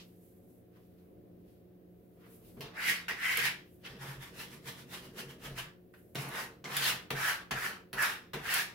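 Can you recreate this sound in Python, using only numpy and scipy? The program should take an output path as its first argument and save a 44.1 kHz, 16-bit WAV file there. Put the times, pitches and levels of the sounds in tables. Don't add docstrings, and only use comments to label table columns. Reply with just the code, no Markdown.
import sys
import numpy as np
from scipy import signal
from scipy.fft import rfft, irfft, next_fast_len
from scipy.io import wavfile
from scipy.ndimage import uniform_filter1d, map_coordinates

SR = 44100
rng = np.random.default_rng(int(sys.argv[2]) if len(sys.argv) > 2 else 0)


def nominal_scale(level):
    x = np.asarray(level, float) / 20
    return 10 ** x


def wrap_up_sound(samples):
    columns = np.atleast_2d(samples).T
    tamed = np.clip(columns, -1, 1)
    steps = np.round(tamed * 32767).astype(np.int16)
    wavfile.write(sys.argv[1], SR, steps)


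N = 385821
STEP = 32
STEADY_TOP_HZ, TOP_HZ = 15800, 16500

# freq_hz, level_db per Hz
ROOM_TONE = [(15, -60), (28, -24.5), (45, -11), (100, -4), (147, -16), (180, 1.5), (210, -8), (300, -6),
             (400, -7.5), (540, -12), (700, -18), (900, -31), (1300, -42), (2000, -87)]
# freq_hz, likeness
ROOM_TONE_ALIKE = [(60, 0.73), (240, 0.76), (950, -0.31), (3770, -0.04), (15000, -0.35)]
ROOM_TONE_DB = -57
# freq_hz, level_db
FRIDGE_LINES = [(91.5, -78), (118.4, -72), (177.6, -66.5), (236.9, -80.5), (306.8, -74), (360.7, -71.5),
                (446.8, -76), (538.3, -78.5), (720, -85.5)]
# peak_s, level_db, coming_db_per_s, going_db_per_s
ARM_BRUSHES = [
    (0, -77, 99, 120),
    (.765, -71.5, 400, 170),
    (1.04, -85, 40, 40),
    (1.52, -89, 25, 25),
    (2.215, -69, 700, 60),
    (2.243, -66, 292, 200),
    (2.265, -67.5, 900, 130),
    (2.572, -67.5, 3000, 103),
]
# peak_s, level_db, coming_db_per_s, going_db_per_s
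PAPER_BRUSHES = [(0, -59.5, 99, 180), (.77, -79, 280, 70), (.985, -80, 900, 200), (1.52, -81, 100, 120),
                 (2.21, -77.5, 700, 60.1), (2.26, -76.5, 170, 70), (2.49, -72.5, 160, 180),
                 (2.6, -73, 250, 900)]
# peak_s, level_db, coming_db_per_s, going_db_per_s
CLOTH_BRUSHES = [(0, -69, 99, 45), (.25, -68.5, 80, 60), (.51, -71.5, 75, 90), (.76, -78, 500, 25),
                 (1.04, -80, 22, 80), (1.52, -75.5, 95, 130), (2.35, -64, 110, 80),
                 (2.49, -65.5, 41.7, 100), (2.6, -67, 75, 600), (3.76, -71, 61, 90), (5.95, -71.5, 400, 30),
                 (6.05, -78, 60, 150)]
LAST_BRUSH_S = 6.2
# freq_hz, level_db per Hz
ARM_SPECTRUM = [(600, -19), (1000, 3), (1800, -1.5), (3000, -8), (6000, -38.5)]
PAPER_SPECTRUM = [(1500, -8), (2800, 1.5), (5000, -2.0), (8000, -14.0), (12000, -35)]
CLOTH_SPECTRUM = [(5000, -18.0), (9500, -8.5), (12000, -1.5), (15500, -7.5)]

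# start_s, peak_db, then relative to it thud_db, snap_db, tick_db
LANDINGS = [(0.769, -76, 12, -12, -20), (0.985, -75, 4, -4, -9), (2.169, -78, 22, -7, -12),
            (2.26, -56, 0, -12, -15.5), (2.571, -61.5, 15.5, -17.5, -22), (2.607, -41, -4.5, -5, -11),
            (3.089, -29.5, -20, -41, -24), (3.37, -30, -14, -6.5, -26.5), (5.939, -62, -35, -21, -12),
            (6.148, -41, 6, -18.5, -10), (6.155, -35.5, -13, 0.5, -16.5), (6.642, -35, -14.5, -7, -23.5),
            (6.767, -28, -30, -2.5, -10.5), (7.105, -22.5, -12, -20, -25), (7.511, -28, -16, -4, -30.5),
            (7.93, -37.5, -15, -2.5, -9.5), (8.023, -30, -46, -18, -22.5), (8.333, -30, -10, -26, -23.5),
            (8.538, -29, -27, -3.5, -23)]
# freq_hz, width_hz, level_db
SLAB_STRUCK = [(149, 38, -2.5), (250, 130, -8.5), (396, 67, -4), (458.3, 26, 1), (680, 44, -8.5)]
# freq_hz, width_hz, level_db
SLAB_ROCKED = [(177, 31, -6.0), (231, 61, -2.5), (378, 24.0, -1.5), (468.0, 29, -2.0), (664, 79, -15.5)]
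# start_s, low_db, dying_db_per_s, upper_over_low_db, cabinet_over_low_db
JOLTS = [
    (6.158, -41, 398, -9, -26),
    (6.645, -55, 78, 4, -13),
    (7.11, -43, 110, -22, -11),
    (7.515, -43.5, 194, -2.5, -8),
    (7.935, -50.5, 130, 2.5, -7),
    (8.34, -50.5, 113, 2.5, -3),
]
# peak_s, low_db, swell_db_per_s, upper_over_low_db, cabinet_over_low_db
LEANS = [(2.602, -59, 95, 3, -4), (2.906, -55.5, 174, 8, -20), (3.12, -65, 93, 3.5, 1),
         (3.44, -53, 91, -1, -10), (3.94, -56.5, 126, 6, -6), (4.045, -46.5, 220, -3.5, -13),
         (4.1, -43, 250, -10.5, -18), (4.19, -45, 300, -10.5, -12), (4.38, -56, 115, 2.5, -7),
         (4.46, -64, 90, 7, -10), (4.56, -61, 40, 3, -17), (4.69, -53.5, 123, 0.5, -16),
         (4.79, -56, 200, -4, -15), (4.86, -55.5, 90, -5, -15), (4.96, -60, 40, 4.5, -12),
         (5.07, -57, 120, 4.5, -5), (5.2, -63, 98, 15.5, -10), (5.27, -51.5, 170, -5, -10),
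         (5.34, -65.5, 150, 11.5, -8), (5.4, -61, 150, 7.5, -15), (5.48, -55, 200, 8.5, -14),
         (5.52, -40, 234, -8, -9), (5.6, -48.5, 154.5, -11.5, -9.5), (6.3, -56.5, 32, 7, -9.5),
         (6.8, -51, 58, -0.5, -20), (6.923, -47.5, 150, -1, -13), (7.66, -62.5, 88, 11, -25),
         (8.1, -71.5, 66, 15.5, -13), (8.58, -66, 80, 1, -8)]
JOLT_HOLD_S, UPPER_PACE, BUMP_PACE = 0.032, 0.99, 0.54

# ratio to the note, relative width, level_db
CARD_MODES = [(1.041, 0.27, 9.5), (1.64, 0.22, 3), (0.853, 0.2, 5), (3.9, 0.33, -17.5)]
# freq_hz, level_db per Hz
RASP = [(650, -50.5), (1100, -12), (1570, -5.5), (2830, 1), (3670, -3), (4900, -6.5), (8000, -25),
        (10400, -55), (17600, -120)]
# freq_hz, level_db per Hz
EDGE_HISS = [(2350, -25), (4000, -11), (5230, -4.5), (6270, -7), (8730, -8.5), (10800, -5), (15600, -9.5)]
# freq_hz, likeness
SCRAPE_ALIKE = [(500, 0.8), (1000, 0.4), (1800, 0.26), (3000, 0.15), (7000, 0.043), (14000, 0.022)]
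# freq_hz, left_over_right_db
LEFT_OVER_RIGHT = [(60, -2), (240, -16), (950, 0.0), (3770, 0.5), (15000, -4)]
# start_s, level_db, dying_db_per_s
SKIDS = [
    (2.608, -46, 156),
    (3.083, -34.5, 193),
    (5.938, -61.5, 300),
    (6.153, -45.5, 46.5),
    (6.641, -57, 120),
    (7.105, -34.5, 421),
    (7.51, -35, 257.5),
    (7.93, -49, 70),
    (8.335, -43, 163),
]
# bite_s, lift_s, bite_db, lift_db, onset_db_per_s
DRAGS = [(2.775, 2.84, -44, -35.5, 449.5), (2.85, 2.898, -35.5, -30, 600.5), (3.2, 3.25, -42, -35.5, 249.5),
         (3.258, 3.335, -35.5, -36, 599.5), (3.35, 3.455, -36.5, -31.5, 200.5),
         (6.358, 6.395, -40, -41.5, 215), (6.4, 6.45, -40.5, -51, 600), (6.772, 6.89, -37, -33, 168.5),
         (7.163, 7.233, -40.5, -35.5, 598), (7.235, 7.296, -36, -32, 598.5), (7.57, 7.665, -40, -37, 212.5),
         (7.985, 8.035, -37.5, -30.5, 601), (8.04, 8.125, -31.5, -42, 600),
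         (8.49, 8.545, -35.5, -34.5, 244.5), (8.55, 8.605, -32, -37.5, 602)]
# start_s, level_db, onset_db_per_s, dying_db_per_s, hold_s
RUBS = [(3.86, -49.5, 600, 128, 0.0057), (4.02, -51.5, 340, 209, 0.1), (4.23, -50.5, 300, 179, 0.0048),
        (4.4, -47, 271, 195, 0.011), (4.535, -54.5, 200, 245, 0.0073), (4.68, -47.5, 389, 190, 0.0053),
        (4.795, -56.5, 200, 225, 0.0039), (4.94, -46.5, 334, 198, 0.005), (5.05, -56.5, 154, 229, 0.0047),
        (5.185, -47, 489, 232, 0.014), (5.305, -57, 215, 290, 0.0061), (5.45, -48, 398, 178, 0.012),
        (5.585, -43.5, 548, 229, 0.0093)]
# time_s, note_hz, edge sharpness hiss_db, ringing 0-1, sheet looseness sheet_db
GRIP = [(2.62, 1930, -9, 0, -2.5), (2.78, 1836, -14, 1, 5), (2.9, 2080, -7, 0.88, -7.5),
        (3.1, 1790, -10, 0.87, -7), (3.27, 2000, -12.5, 1, -4), (3.45, 2040, -10, 0.93, -4.5),
        (3.86, 1880, -13, 0.18, -5.5), (4.06, 1780, -7, 0.63, 4), (4.4, 1870, -4.5, 0.25, -3.5),
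        (4.95, 1870, -3.5, 0.3, 1.5), (5.6, 1715, -6, 0.39, -1), (5.94, 1550, -24, 1.2, -3.5),
        (6.22, 2070, 1.5, 0.85, 2), (6.37, 1795, -6, 0.72, 10), (6.85, 1840, -4.5, 0.44, 1.5),
        (7.2, 1670, -8.5, 0.89, 2.5), (8.0, 1670, -9.5, 0.96, 2.5), (8.55, 1833, -6, 0.71, 1.7)]
SKID_NOTE, SKID_RING, SKID_SHEET_DB = 1.04, -0.34, -4.5
SKID_HISS_DB = -3
DRAG_SHEET_DB, SHEET_LEAD, RUB_SHEET_DB = -13.5, 0.63, -6.5
HISS_FADE_DB_S, HISS_FADE_MAX_DB, RING_FADE_S = 43, 36, 1.45
LAND_DB_S, LIFT_DB_S = 12000, 198
BITE_HISS_DB, BITE_S, DRAG_RING_LOSS = -4, 0.035, 0.19
BEND, SAG_PER_S = 0.046, .4

# start_s, peak_db, note_hz
PLUCKS = [(2.777, -35, 1610), (2.7945, -29, 1650), (2.8534, -22.5, 2130), (2.8654, -23, 2010),
          (2.8854, -21, 1900), (2.8944, -22, 1920), (3.0942, -22.5, 1856), (3.108, -24, 1930),
          (3.2053, -31, 1880), (3.2306, -22, 1720), (3.254, -18, 2034), (3.2694, -20, 2020),
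          (3.2931, -20.5, 1960), (3.3712, -21.5, 2250), (3.4411, -33, 2020), (3.4554, -28, 2070),
          (5.5816, -35, 1580), (5.5944, -32, 1580), (6.356, -36, 1780), (6.6548, -29.5, 2100),
          (6.7575, -28, 1940), (6.8059, -29, 1560), (6.8489, -26, 1820), (6.8953, -24, 1485),
          (7.1652, -39, 1900), (7.2476, -19.5, 1710), (7.2784, -29, 1800), (7.294, -29, 1540),
          (7.5722, -25.5, 1570), (7.6225, -30, 1880), (7.65, -37, 1530), (7.9818, -24, 1880),
          (7.9912, -19.5, 1714), (8.0025, -17, 1723), (8.0274, -28, 1700), (8.0384, -28, 1670),
          (8.0628, -26, 1710), (8.454, -30, 1620), (8.4902, -21, 1860), (8.564, -30, 2010),
          (8.5954, -22, 1660)]
PLUCK_T60_S, PLUCK_RISE_S, PLUCK_DB = .035, 0.001, -5
# start_s, peak_db, length_s
CATCHES = [
    (3.37, -25, .004),
    (6.22, -42, .004),
    (6.287, -37.5, .003),
    (6.767, -22, 0.0037),
    (7.283, -34, .004),
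    (8.004, -43, 0.0027),
    (8.023, -26, .003),
    (8.538, -22.5, 0.0074),
]

# freq_hz, t60_s
WALLS = [(130, 0.45), (1000, 0.32), (4000, 0.26), (7500, 0.26), (12000, 0.19)]
# freq_hz, likeness
WALLS_ALIKE = [(130, 0.94), (300, 0.97), (700, 0.46), (1500, 0.017)]
# freq_hz, level_db per Hz
SELF_NOISE = [(530, -24.5), (900, -10), (1050, -7), (1320, -10), (1510, -8.5), (3240, -15), (7660, -24.5),
              (15700, -8.5)]
SELF_NOISE_DB = -80


def unit(x):
    return x / np.sqrt(np.mean(x ** 2) + 1e-20)


def along(points, hz):
    f, v = np.transpose(points)
    return np.interp(np.log(hz + 1), np.log(f + 1), v)


def curves(rows):
    s, *cols = np.transpose(rows)
    return [np.interp(np.arange(N) / SR, s, c) for c in cols]


def columns(rows):
    return np.transpose(rows)[..., None]


def smooth(x):
    return np.interp(np.arange(N) / STEP, np.arange(len(x)), x)


def wobble(rate):
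    knots = rng.standard_normal(int(N * rate / SR) + 4)
    return map_coordinates(knots, [np.arange(N) * rate / SR])


def filtered(x, response):
    m = next_fast_len(x.shape[-1] + 8192)
    spectrum = rfft(x, m) * response(np.fft.rfftfreq(m, 1 / SR))
    return irfft(spectrum, m)[..., :x.shape[-1]]


def coloured(x, spectrum):
    return unit(filtered(x, lambda hz: nominal_scale(along(spectrum, hz)) * (hz < STEADY_TOP_HZ)))


def resonances(f, modes):
    total = 0
    for k, (centre, width, db) in enumerate(modes):
        damping = 1j * f * width
        total = total + (-1) ** k * nominal_scale(db) * damping / (centre * centre - f * f + damping + 1e-9)
    return total


def paired(pair, alike):
    def mid_side(hz):
        turn = np.arccos(np.clip(along(alike, hz), -1, 1)) / 2
        return np.array([np.cos(turn), np.sin(turn)])

    mid, side = filtered(pair, mid_side)
    return np.array([mid + side, mid - side])


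def swells(s, db, rise, fall, hold=0):
    t = np.arange(0, N + STEP, STEP) / SR
    after = np.maximum(t - s - hold, 0)
    return db - rise * np.maximum(s - t, 0) - fall * after, after


def landed(rows, s):
    first = np.append(0, columns(rows)[0])
    return swells(first[np.searchsorted(first, s) - 1], 0, LAND_DB_S, 0)[0]


def kitchen():
    t = np.arange(N) / SR
    air = coloured(paired(rng.standard_normal((2, N)), ROOM_TONE_ALIKE), ROOM_TONE)
    hum = 0
    for hz, db in FRIDGE_LINES:
        hum = hum + nominal_scale(db + 5 + 1.4 * wobble(6)) * np.sin(2 * np.pi * hz * t + .5 * wobble(4))
    return nominal_scale(ROOM_TONE_DB - 3.5 + 1.1 * wobble(3.9)) * air + hum


def sleeves():
    n = round(LAST_BRUSH_S * SR)

    def brush(rows, gain_db, spectrum):
        level_db = smooth(swells(*columns(rows))[0].max(axis=0))[:n]
        noise = coloured(rng.standard_normal((2, n)), spectrum)
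        return nominal_scale(level_db + gain_db + 1.5 * wobble(40.34)[:n]) * noise

    arm = brush(ARM_BRUSHES, 2.5, ARM_SPECTRUM)
    paper = brush(PAPER_BRUSHES, 3.0, PAPER_SPECTRUM)
    cloth = brush(CLOTH_BRUSHES, 1.0, CLOTH_SPECTRUM)
    return np.pad(arm + paper + cloth, ((0, 0), (0, N - n)))


def landings():
    crack, blows, t = np.zeros(N + SR), np.zeros(N), np.arange(SR // 20) / SR
    for s, db, thud_db, snap_db, tick_db in LANDINGS:
        burst = nominal_scale(-60 * t / 0.01) * rng.standard_normal((3, len(t)))
        burst[:, 0] = -nominal_scale(14)
        clack = filtered(burst[0], lambda f: resonances(f, [(1580, 1950, 0.1)]) ** 2)
        snap = filtered(burst[1], lambda f: resonances(f, [(2960, 1800, 8.5), (5280, 8600, -4.5)]))
        shorter = burst[2] * nominal_scale(-60 * t / 0.0078)
        tick = filtered(shorter, lambda f: resonances(f, [(11200, 4100, 0.1)]))
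        hit = nominal_scale(db - 2.0) * clack + nominal_scale(db + snap_db) * snap + nominal_scale(db + tick_db + 10.5) * tick
        crack[round((s + .0009) * SR):][:len(t)] += hit
        blows[round((s + .003) * SR)] = -nominal_scale(db + thud_db + 46.5)
    return crack[:N], filtered(blows, lambda f: resonances(f, SLAB_STRUCK))


def pressure():
    s, db, fall, upper, cabinet = columns(JOLTS)
    at, lean_db, swell, lean_upper, lean_cabinet = columns(LEANS)

    def level(jolt_over, lean_over, pace):
        jolts = swells(s, db + jolt_over, LAND_DB_S, pace * fall, JOLT_HOLD_S)[0]
        leans = swells(at, lean_db + lean_over, pace * swell, pace * swell)[0] + landed(JOLTS, at)
        return smooth(np.vstack([jolts, leans]).max(axis=0))

    return level(0, 0, 1.0), level(upper, lean_upper, UPPER_PACE), level(cabinet, lean_cabinet, BUMP_PACE)


def slab():
    low_db, upper_db, bump_db = pressure()

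    def shaken(modes):
        return unit(filtered(rng.standard_normal(N), lambda f: resonances(f, modes)))

    phase = 2 * np.pi * 137 * np.arange(N) / SR + 2.0 * wobble(11)
    tone = np.sqrt(2) * nominal_scale(3.4 * wobble(25)) * np.sin(phase)
    low = filtered(nominal_scale(low_db - 2.0) * tone, lambda f: resonances(f, [(139, 130, 0.1)]))
    upper = nominal_scale(upper_db - 2.5) * shaken(SLAB_ROCKED)
    bump = nominal_scale(bump_db - 2.0) * shaken([(49.5, 51, 0.1)])
    return low + upper + bump


def grain(spike_db, clump_db):
    size_db = spike_db * np.minimum(rng.exponential(size=N), 5) + clump_db * wobble(220)
    return unit(rng.standard_normal((2, N)) * nominal_scale(size_db))


def patchy(x, depth_db):
    z = signal.stft(x, nperseg=512)[2]
    field = uniform_filter1d(rng.standard_normal(z.shape[1:]), size=6, axis=0)
    field = uniform_filter1d(field, size=9, axis=1)
    return unit(signal.istft(z * nominal_scale(depth_db * unit(field)), nperseg=512)[1][:, :N])


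def motion():
    s, db, fall = columns(SKIDS)
    bite, lift, bite_db, lift_db, rise = columns(DRAGS)
    first = bite[np.searchsorted(bite[:, 0], s[:, 0])]
    skid_db, skid_after = swells(s, db, LAND_DB_S, fall)
    skid_db = skid_db + swells(first, 0, 0, LIFT_DB_S)[0]
    since_bite = swells(first[np.searchsorted(s[:, 0], bite[:, 0]) - 1], 0, 0, 0)[1]
    fresh = np.exp(-since_bite / BITE_S)

    drag_db, drag_after = swells(bite, bite_db, rise, LIFT_DB_S, lift - bite)
    done = np.clip((np.arange(0, N + STEP, STEP) / SR - bite) / (lift - bite), 0, 1)
    waiting_db = np.where(done > 0, 0, bite_db - drag_db)
    drag_db = drag_db + done * (lift_db - bite_db) + landed(SKIDS, bite)
    rub_db, rub_after = swells(*columns(RUBS))

    level_db = np.vstack([skid_db, drag_db, rub_db])
    after = np.vstack([skid_after, drag_after, rub_after])
    top_db = level_db.max(axis=0)
    weight = nominal_scale(2 * (level_db - top_db))
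    weight = weight / weight.sum(axis=0)

    def blend(skid, drag, rub):
        values = np.vstack([skid + 0 * skid_db, drag + 0 * done, rub + 0 * rub_db])
        return smooth((weight * values).sum(axis=0))

    late = smooth((weight * after).sum(axis=0))
    note_hz, sharp_db, ringing, loose_db = curves(GRIP)
    hiss_db = sharp_db + blend(SKID_HISS_DB, BITE_HISS_DB * fresh, 0)
    hiss_db = hiss_db - np.minimum(HISS_FADE_DB_S * late, HISS_FADE_MAX_DB)
    drag_sheet_db = DRAG_SHEET_DB + SHEET_LEAD * waiting_db + 40 * np.minimum(drag_after, .15)
    sheet_db = loose_db + blend(SKID_SHEET_DB, drag_sheet_db, RUB_SHEET_DB)
    ringing = ringing + blend(SKID_RING, -DRAG_RING_LOSS * (1 - fresh), 0) - RING_FADE_S * late
    drag_note = 0.93 + BEND * done - SAG_PER_S * np.minimum(drag_after, .12)
    return smooth(top_db), hiss_db, sheet_db, note_hz * blend(SKID_NOTE, drag_note, 0.93), ringing


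def scrape():
    level_db, hiss_db, sheet_db, note_hz, ringing = motion()
    f, t, z = signal.stft(grain(spike_db=3.0, clump_db=1.0), SR, nperseg=512)
    note = np.interp(t, np.arange(N) / SR, note_hz)
    modes = [(ratio * note, width * note, db) for ratio, width, db in CARD_MODES]
    ring = unit(signal.istft(z * resonances(f[:, None], modes) ** 2, SR, nperseg=512)[1][:, :N])
    slips = grain(spike_db=2.0, clump_db=-1.0)
    rasp = patchy(coloured(slips, RASP), depth_db=2.5)
    sheet = unit(filtered(slips, lambda f: resonances(f, [(950, 960, 0.1)]) ** 2))
    hiss = coloured(grain(spike_db=2.5, clump_db=0.0), EDGE_HISS)
    share = np.clip(ringing, 0, 1)
    body = np.sqrt(share) * ring + np.sqrt(1 - share) * rasp
    mix = body + nominal_scale(sheet_db - 1.2) * sheet + nominal_scale(hiss_db + 0.97) * hiss
    return nominal_scale(level_db + 1.2 * wobble(35)) * mix


def plucks():
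    out, t = np.zeros(N + SR), np.arange(SR // 20) / SR
    shape = nominal_scale(-60 * t / PLUCK_T60_S) * (1 - np.exp(-t / PLUCK_RISE_S))
    phases = rng.uniform(0, 2 * np.pi, (len(PLUCKS), 2))
    for (s, db, hz), phase in zip(PLUCKS, phases):
        ring = np.sin(2 * np.pi * hz * t + phase[0])
        ring = ring + nominal_scale(-11) * np.sin(2 * np.pi * 1.55 * hz * t + phase[1])
        out[round(s * SR):][:len(t)] += nominal_scale(db + PLUCK_DB) * shape * ring
    return out[:N]


def catches():
    out, t = np.zeros((2, N + SR)), np.arange(SR // 20) / SR
    for s, db, length in CATCHES:
        gain_db = 3.1 * wobble(900)[:len(t)] - 150 * np.clip(t - length, 0, 1) / .05
        burst = rng.standard_normal((2, len(t))) * nominal_scale(gain_db)
        crackle = filtered(burst, lambda f: resonances(f, [(10800, 3500, 0.1)]))
        out[:, round(s * SR):][:, :len(t)] += nominal_scale(db - 3.5) * crackle
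    return out[:, :N]


def walls(x):
    out, hop = np.zeros((2, N + 2 * SR)), SR // 3
    fade = signal.windows.hann(2 * hop)
    for start in range(hop, N, hop):
        hz, t, z = signal.stft(rng.standard_normal((2, SR // 2)), SR, nperseg=256)
        decay = nominal_scale(-60 * t / along(WALLS, hz)[:, None])
        tail = signal.istft(z * decay, SR, nperseg=256)[1]
        tail = paired(tail, WALLS_ALIKE) / np.linalg.norm(tail[0])
        piece = x[start:start + 2 * hop]
        echo = signal.fftconvolve((piece * fade[:len(piece)])[None], tail, axes=1)
        out[:, start + 130:][:, :echo.shape[1]] += echo
    return out[:, :N]


def scene():
    card = scrape()
    cracks, thuds = landings()
    picks, trips = plucks(), catches()
    edge = paired(card, SCRAPE_ALIKE) + cracks + picks + trips
    near = filtered(edge, lambda hz: nominal_scale(along(LEFT_OVER_RIGHT, hz) * [[.5], [-.5]]))
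    echo = walls(nominal_scale(-3.5) * (card[0] + picks + trips[0]) + nominal_scale(9.0) * cracks + nominal_scale(3.5) * thuds)
    return nominal_scale(1.5) * near + nominal_scale(-3.5) * thuds + echo + slab() + sleeves() + kitchen()


def band_limit(x):
    return signal.sosfilt(signal.butter(12, 16830, fs=SR, output="sos"), x)


def record(dry):
    hiss = nominal_scale(SELF_NOISE_DB + 3.0) * coloured(rng.standard_normal((2, N)), SELF_NOISE)
    mix = filtered(dry + hiss, lambda hz: hz < TOP_HZ)
    return band_limit(mix)


dry = scene()
out = record(dry)
wrap_up_sound(out)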